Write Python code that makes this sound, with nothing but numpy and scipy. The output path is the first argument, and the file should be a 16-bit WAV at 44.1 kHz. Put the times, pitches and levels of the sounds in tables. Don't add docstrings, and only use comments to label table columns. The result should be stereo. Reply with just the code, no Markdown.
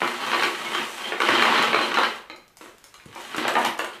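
import sys
import numpy as np
from scipy import signal
from scipy.fft import rfft, irfft, next_fast_len
from scipy.io import wavfile
from scipy.ndimage import uniform_filter1d

SR = 44100
rng = np.random.default_rng(int(sys.argv[2]) if len(sys.argv) > 2 else 0)


def wrap_up_sound(samples):
    columns = np.atleast_2d(samples).T
    tamed = np.clip(columns, -1, 1)
    steps = np.round(tamed * 32767).astype(np.int16)
    wavfile.write(sys.argv[1], SR, steps)


N = 176400
BLOW_SAMPLES = 441
LOOSE_HOLLOW, BAGGED_HOLLOW = 0.59, 0.42


def amp(db):
    return 10 ** (np.asarray(db) / 20)


def decay(t, t60_s):
    return np.exp(-np.log(1000) * t / t60_s)


def curve_at(points, hz):
    freq_hz, value = np.transpose(points)
    return np.interp(np.log(hz + 1), np.log(freq_hz + 1), value)


def fader(points):
    return amp(np.interp(np.arange(N) / SR, *np.transpose(points)))


def add(mix, start_s, sound):
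    part = mix[max(round(start_s * SR), 0):][:len(sound)]
    part += sound[:len(part)]


def colour(x, eq, size=4096):
    log_gain = np.log(amp(curve_at(eq, abs(np.fft.fftfreq(size, 1 / SR)))))
    taps = np.fft.ifft(np.exp(np.conj(signal.hilbert(log_gain)))).real[:size // 2]
    return signal.oaconvolve(x, taps / np.linalg.norm(taps))[:N]


def contacts(per_s, spread_db):
    strength = amp(spread_db * np.clip(rng.standard_normal(N), -2, 2))
    clicks = strength * rng.choice([-1, 1], N) * (rng.random(N) < per_s / SR)
    return clicks / np.sqrt(uniform_filter1d(clicks ** 2, size=2600) + 1e-6)


def clack(t60_s, crack, size=4096):
    ring = rng.standard_normal(size) * decay(np.arange(size) / SR, t60_s)
    ring /= np.linalg.norm(ring)
    ring[0] += crack
    return ring / np.linalg.norm(ring) * np.sqrt(BLOW_SAMPLES)


def blows(cues, t60_s, crack):
    out = np.zeros(N)
    for start_s, level_db in cues:
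        add(out, start_s, amp(level_db) * clack(t60_s, crack))
    return out


def brick(t60_s, crack, hollow, count=5, low_hz=908, high_hz=4337):
    hit = clack(t60_s, crack)
    t = np.arange(len(hit)) / SR
    pitch_hz = low_hz * (high_hz / low_hz) ** ((np.arange(count) + rng.random(count)) / count)
    modes = np.sin(2 * np.pi * pitch_hz[:, None] * t)
    notes = rng.choice([-1, 1], count) @ modes * decay(t, t60_s=0.043)
    notes *= np.linalg.norm(hit) / np.linalg.norm(notes)
    return (hit + .5 * hollow * notes) / np.hypot(1, hollow)


def brick_jostle(count=16):
    # time_s, level_db
    swell = [(0, -30), (.1, -36.5), (.21, -29.5), (.3, -27), (.4, -29), (.47, -34.5), (.7, -31.5),
             (.81, -27.5), (.88, -47.5), (1.04, -31.5), (1.18, -39.5), (1.26, -22.5), (1.45, -22.5),
             (1.63, -21), (1.7, -29.5), (1.82, -25.5), (1.88, -31.5), (2.03, -28), (2.09, -37.5),
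             (2.24, -54.5), (2.55, -78.5), (2.63, -65), (2.75, -92), (3.1, -52), (3.18, -44), (3.32, -38),
             (3.4, -28.5), (3.5, -27.5), (3.54, -50), (3.66, -23), (3.73, -73), (3.82, -37), (3.9, -53),
             (3.94, -36.5), (4, -66)]
    # freq_hz, gain_db
    jostle_eq = [(24, -100), (40, -81), (132, -13.5), (177, -15.5), (221, -12.5), (355, -6), (746, -7.5),
                 (850, -4.5), (1490, -5.5), (3070, -7), (4560, -15.5), (12600, -52), (15000, -74)]
    clicks = contacts(per_s=260, spread_db=1.5) * fader(swell)
    owner = rng.integers(0, count, N)
    rattle = np.zeros(N)
    for k in range(count):
        ring = brick(t60_s=0.038, crack=1, hollow=LOOSE_HOLLOW)
        rattle += signal.oaconvolve(clicks * (owner == k), ring)[:N]
    return colour(rattle / np.sqrt(BLOW_SAMPLES), jostle_eq)


def bag_rustle():
    # time_s, level_db
    swell = [(0, -37.5), (.2, -39.5), (.43, -33.5), (.53, -38.5), (.78, -36.5), (1.08, -38.5), (1.15, -46),
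             (1.25, -33.5), (1.64, -35.5), (1.72, -41.5), (1.86, -34.5), (1.91, -50), (2, -38),
             (2.12, -45.5), (2.25, -66), (2.55, -70), (2.62, -44.5), (2.75, -60.5), (3.1, -56),
             (3.2, -40.5), (3.33, -45), (3.38, -34.5), (3.46, -49), (3.63, -35), (3.665, -43), (3.71, -71),
             (3.77, -67), (3.81, -43), (3.9, -60), (3.94, -43.5), (4, -80)]
    # freq_hz, gain_db
    film_eq = [(150, -29), (400, 1.5), (1200, 9.5), (3000, 7.5), (5000, -1), (8000, 1.5), (11000, -5.5),
               (14000, -12)]
    return colour(contacts(per_s=1500, spread_db=6) * fader(swell), film_eq)


def room_hush(level_db=-59):
    # freq_hz, gain_db
    hush_eq = [(147, -13.5), (484, -19.5), (2160, -21), (9900, -37), (15000, -28)]
    left_right = stereo_pair(*[colour(noise, hush_eq) for noise in rng.standard_normal((2, N))])
    return amp(level_db) * left_right


def brick_knocks(trim_db=-4, bass_hz=564, treble_hz=2060, bagged_from_s=3.1):
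    # start_s, level_db, bass_shelf_db, treble_shelf_db
    landings = [(.018, -17.5, 12, -18), (0.03, -18, 11, -10), (.076, -23.5, -4, 5.5),
                (0.317, -15.5, -12, -18), (.329, -14.5, -12, -6), (.333, -11.5, -12, -13),
                (0.345, -15, 2, -2), (.396, -20, 2, 7), (.424, -13.5, 3, 1.5), (.434, -15, -16, 7),
                (.439, -17, 6.5, -10), (0.733, -25, 3, 2), (.749, -24, 4.5, 7.5), (1.122, -16, 7, -20),
                (1.203, -11, 1, -8), (1.219, -17, 7, 2.5), (1.289, -14.5, 10.5, 1), (1.306, -11, -4, -9),
                (1.35, -14, -10, -15), (1.395, -13, -11, -9), (1.424, -13.5, 2, 5.5), (1.453, -11, 3, -24),
                (1.477, -16.5, 0, -10), (1.524, -11, -6, -16), (1.556, -16.5, 3.5, 2.5),
                (1.577, -11.5, -8, -7), (1.731, -7.5, 2, -22), (1.745, -10, 1, -9), (1.79, -14, 0.5, -12),
                (1.917, -19, 4, -4), (1.942, -15.5, -20, 4), (1.972, -8.5, -5, -8),
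                (1.986, -8.5, -12, -4.5), (2.034, -11.5, -26, -0.5), (2.299, -34.5, 10.5, 6.5),
                (2.611, -33.5, 0, -9), (2.659, -37.5, 5, -22), (2.942, -46, -13, 12),
                (2.999, -50.5, -4, 14), (3.128, -45.5, -13, 10.5), (3.16, -32.5, 11.5, -6),
                (3.346, -25, 1, -4), (3.382, -20, 13, -20), (3.452, -15.5, 1, -18), (3.482, -13, -12, -11),
                (3.554, -13.5, 12.5, -20), (3.567, -17, 16, -14), (3.651, -13, -4.5, -13),
                (3.7931, -11, -1.5, -36), (3.844, -22.5, -7, -7)]
    # freq_hz, gain_db
    brick_eq = [(24, -73), (40, -64), (180, -25.5), (221, -17.5), (355, -7), (659, -7.5), (1000, -5),
                (1460, -4), (3070, -8.5), (3390, -15.5), (4030, -11.5), (4560, -20), (12900, -41),
                (15000, -64)]
    lowpass = signal.butter(1, bass_hz, fs=SR)
    highpass = signal.butter(1, treble_hz, "high", fs=SR)
    out = np.zeros(N)
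    for start_s, level_db, bass_db, treble_db in landings:
        hollow = LOOSE_HOLLOW if start_s < bagged_from_s else BAGGED_HOLLOW
        hit = brick(t60_s=0.021, crack=0.4, hollow=hollow)
        hit += (amp(bass_db) - 1) * signal.lfilter(*lowpass, hit)
        hit += (amp(treble_db) - 1) * signal.lfilter(*highpass, hit)
        add(out, start_s, amp(level_db + trim_db) * hit)
    return colour(out, brick_eq)


def soft_bumps():
    # start_s, level_db
    cues = [(.02, -41), (1.297, -33.5), (3.06, -39), (3.378, -39.5)]
    # freq_hz, gain_db
    thud_eq = [(30, -24), (125, 11.5), (230, 1.5), (450, -1), (1500, -57), (8000, -82)]
    return colour(blows(cues, t60_s=0.05, crack=3.5), thud_eq)


def crease_snaps():
    # start_s, level_db
    cues = [(.0757, -37), (.265, -34.5), (1.2032, -33.5), (1.435, -33), (1.625, -30.5), (2.16, -45),
            (2.3615, -48), (2.4803, -53.5), (2.5706, -43), (2.7831, -51), (2.8414, -41.5), (2.87, -56),
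            (2.9417, -44.5), (3.0579, -48), (3.1507, -44.5), (3.3657, -33), (3.48, -28.5), (3.5389, -37),
            (3.5897, -35.5), (3.6496, -28), (3.6593, -29.5), (3.7783, -43), (3.7903, -31), (3.7994, -57),
            (3.8457, -35.5)]
    # freq_hz, gain_db
    snap_eq = [(200, -4.5), (1000, 12.5), (3000, 4), (7500, 6.5), (12000, -0.5), (15000, -12.5)]
    return colour(blows(cues, t60_s=0.016, crack=0.7), snap_eq)


def brick_pings(count=3, attack_s=0.001, pitch_spread=0.012):
    # start_s, pitch_hz, level_db
    bounces = [(.66, 2200, -20.5), (.736, 3236, -15), (1.039, 3130, -20), (1.072, 3330, -27),
               (1.376, 3060, -12.5), (1.559, 4050, -18), (1.747, 4130, -23.5), (1.82, 4056, -17.5),
               (1.824, 3090, -17), (1.962, 4030, -20), (2.298, 4050, -37)]
    out, t = np.zeros(N), np.arange(SR // 4) / SR
    envelope = np.minimum(t / attack_s, 1) * decay(t, t60_s=0.07)
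    for start_s, pitch_hz, level_db in bounces:
        detune, phase = rng.uniform(-1.13, 1, (2, count, 1))
        wall_hz = pitch_hz * (1 + pitch_spread * detune)
        walls = np.sin(2 * np.pi * (wall_hz * t + phase)).sum(0)
        add(out, start_s, amp(level_db) * envelope * walls / np.sqrt(count))
    return out


def table_top(hits):
    # pitch_hz, width_hz, gain_db
    modes = [(231.4, 13.8, 11), (350.7, 8, 8), (944, 10, -19.5), (1133, 52, -4.5)]
    return hits + sum(amp(gain_db) * signal.lfilter(*signal.iirpeak(hz, hz / width_hz, SR), hits)
                      for hz, width_hz, gain_db in modes)


def stereo_pair(a, b):
    # freq_hz, correlation
    likeness = [(100, 0.69), (270, 0.94), (550, 0.74), (1100, 0), (3000, 0.09), (8000, 0)]
    correlation = curve_at(likeness, np.fft.rfftfreq(len(a), 1 / SR))
    mid = rfft(a) * np.sqrt((1 + correlation) / 2)
    side = rfft(b) * np.sqrt((1 - correlation) / 2)
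    return irfft(np.array([mid + side, mid - side]), len(a))


def reflections(wet_db, predelay_s=0.003, build_s=0.0024, size=32768):
    # freq_hz, t60_s
    reverb_times = [(150, 0.29), (500, 0.47), (3000, 0.37), (9000, 0.31)]
    t = np.arange(size) / SR
    taps = rng.choice([-1, 1], (2, size)) * (rng.random((2, size)) < 0.1)
    taps = taps * np.clip((t - predelay_s) / build_s, 0, 1)
    band_hz, frame_s, bands = signal.stft(stereo_pair(*taps), SR, nperseg=256)
    bands *= decay(frame_s, curve_at(reverb_times, band_hz)[:, None])
    tail = signal.istft(bands, SR)[1][:, :size]
    response = amp(wet_db) * tail / np.linalg.norm(tail, axis=1, keepdims=True)
    response[:, 0] += 1
    return response / np.linalg.norm(response[0])


def room(x, pan, wet_db, spots=3, laps_per_s=10):
    turn = 2 * np.pi * (laps_per_s * np.arange(N) / SR + np.arange(spots)[:, None] / spots)
    crossfades = np.maximum(np.cos(turn), 0) ** 2
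    crossfades /= np.linalg.norm(crossfades, axis=0)
    out = sum(signal.fftconvolve((x * fade)[None], reflections(wet_db), axes=1) for fade in crossfades)
    length = next_fast_len(out.shape[1])
    lean_db = curve_at(pan, np.fft.rfftfreq(length, 1 / SR)) / 2
    return irfft(rfft(out, length) * amp([lean_db, -lean_db]), length)[:, :N]


def scene():
    # freq_hz, left_minus_right_db
    brick_pan = [(100, 2), (270, -1), (3500, -3.5), (9000, -5), (14000, 26)]
    # freq_hz, left_minus_right_db
    bag_pan = [(500, -3.5), (4000, -2.5), (6000, -7.5), (9000, 4), (14000, 12.5)]
    knocks = room(table_top(brick_knocks()) + brick_pings(), brick_pan, wet_db=4.2)
    rattle = room(table_top(brick_jostle()), brick_pan, wet_db=4.5)
    bumps = room(soft_bumps(), brick_pan, wet_db=0)
    rustle = room(bag_rustle(), bag_pan, wet_db=7)
    snaps = room(crease_snaps(), bag_pan, wet_db=4.5)
    return knocks + rattle + bumps + rustle + snaps + room_hush()


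def record(dry):
    cutoff_hz = 14800
    high_cut = signal.firwin(401, cutoff_hz, window=("kaiser", 9), fs=SR)
    return signal.oaconvolve(dry, high_cut[None], "same")


dry = scene()
out = record(dry)
wrap_up_sound(out)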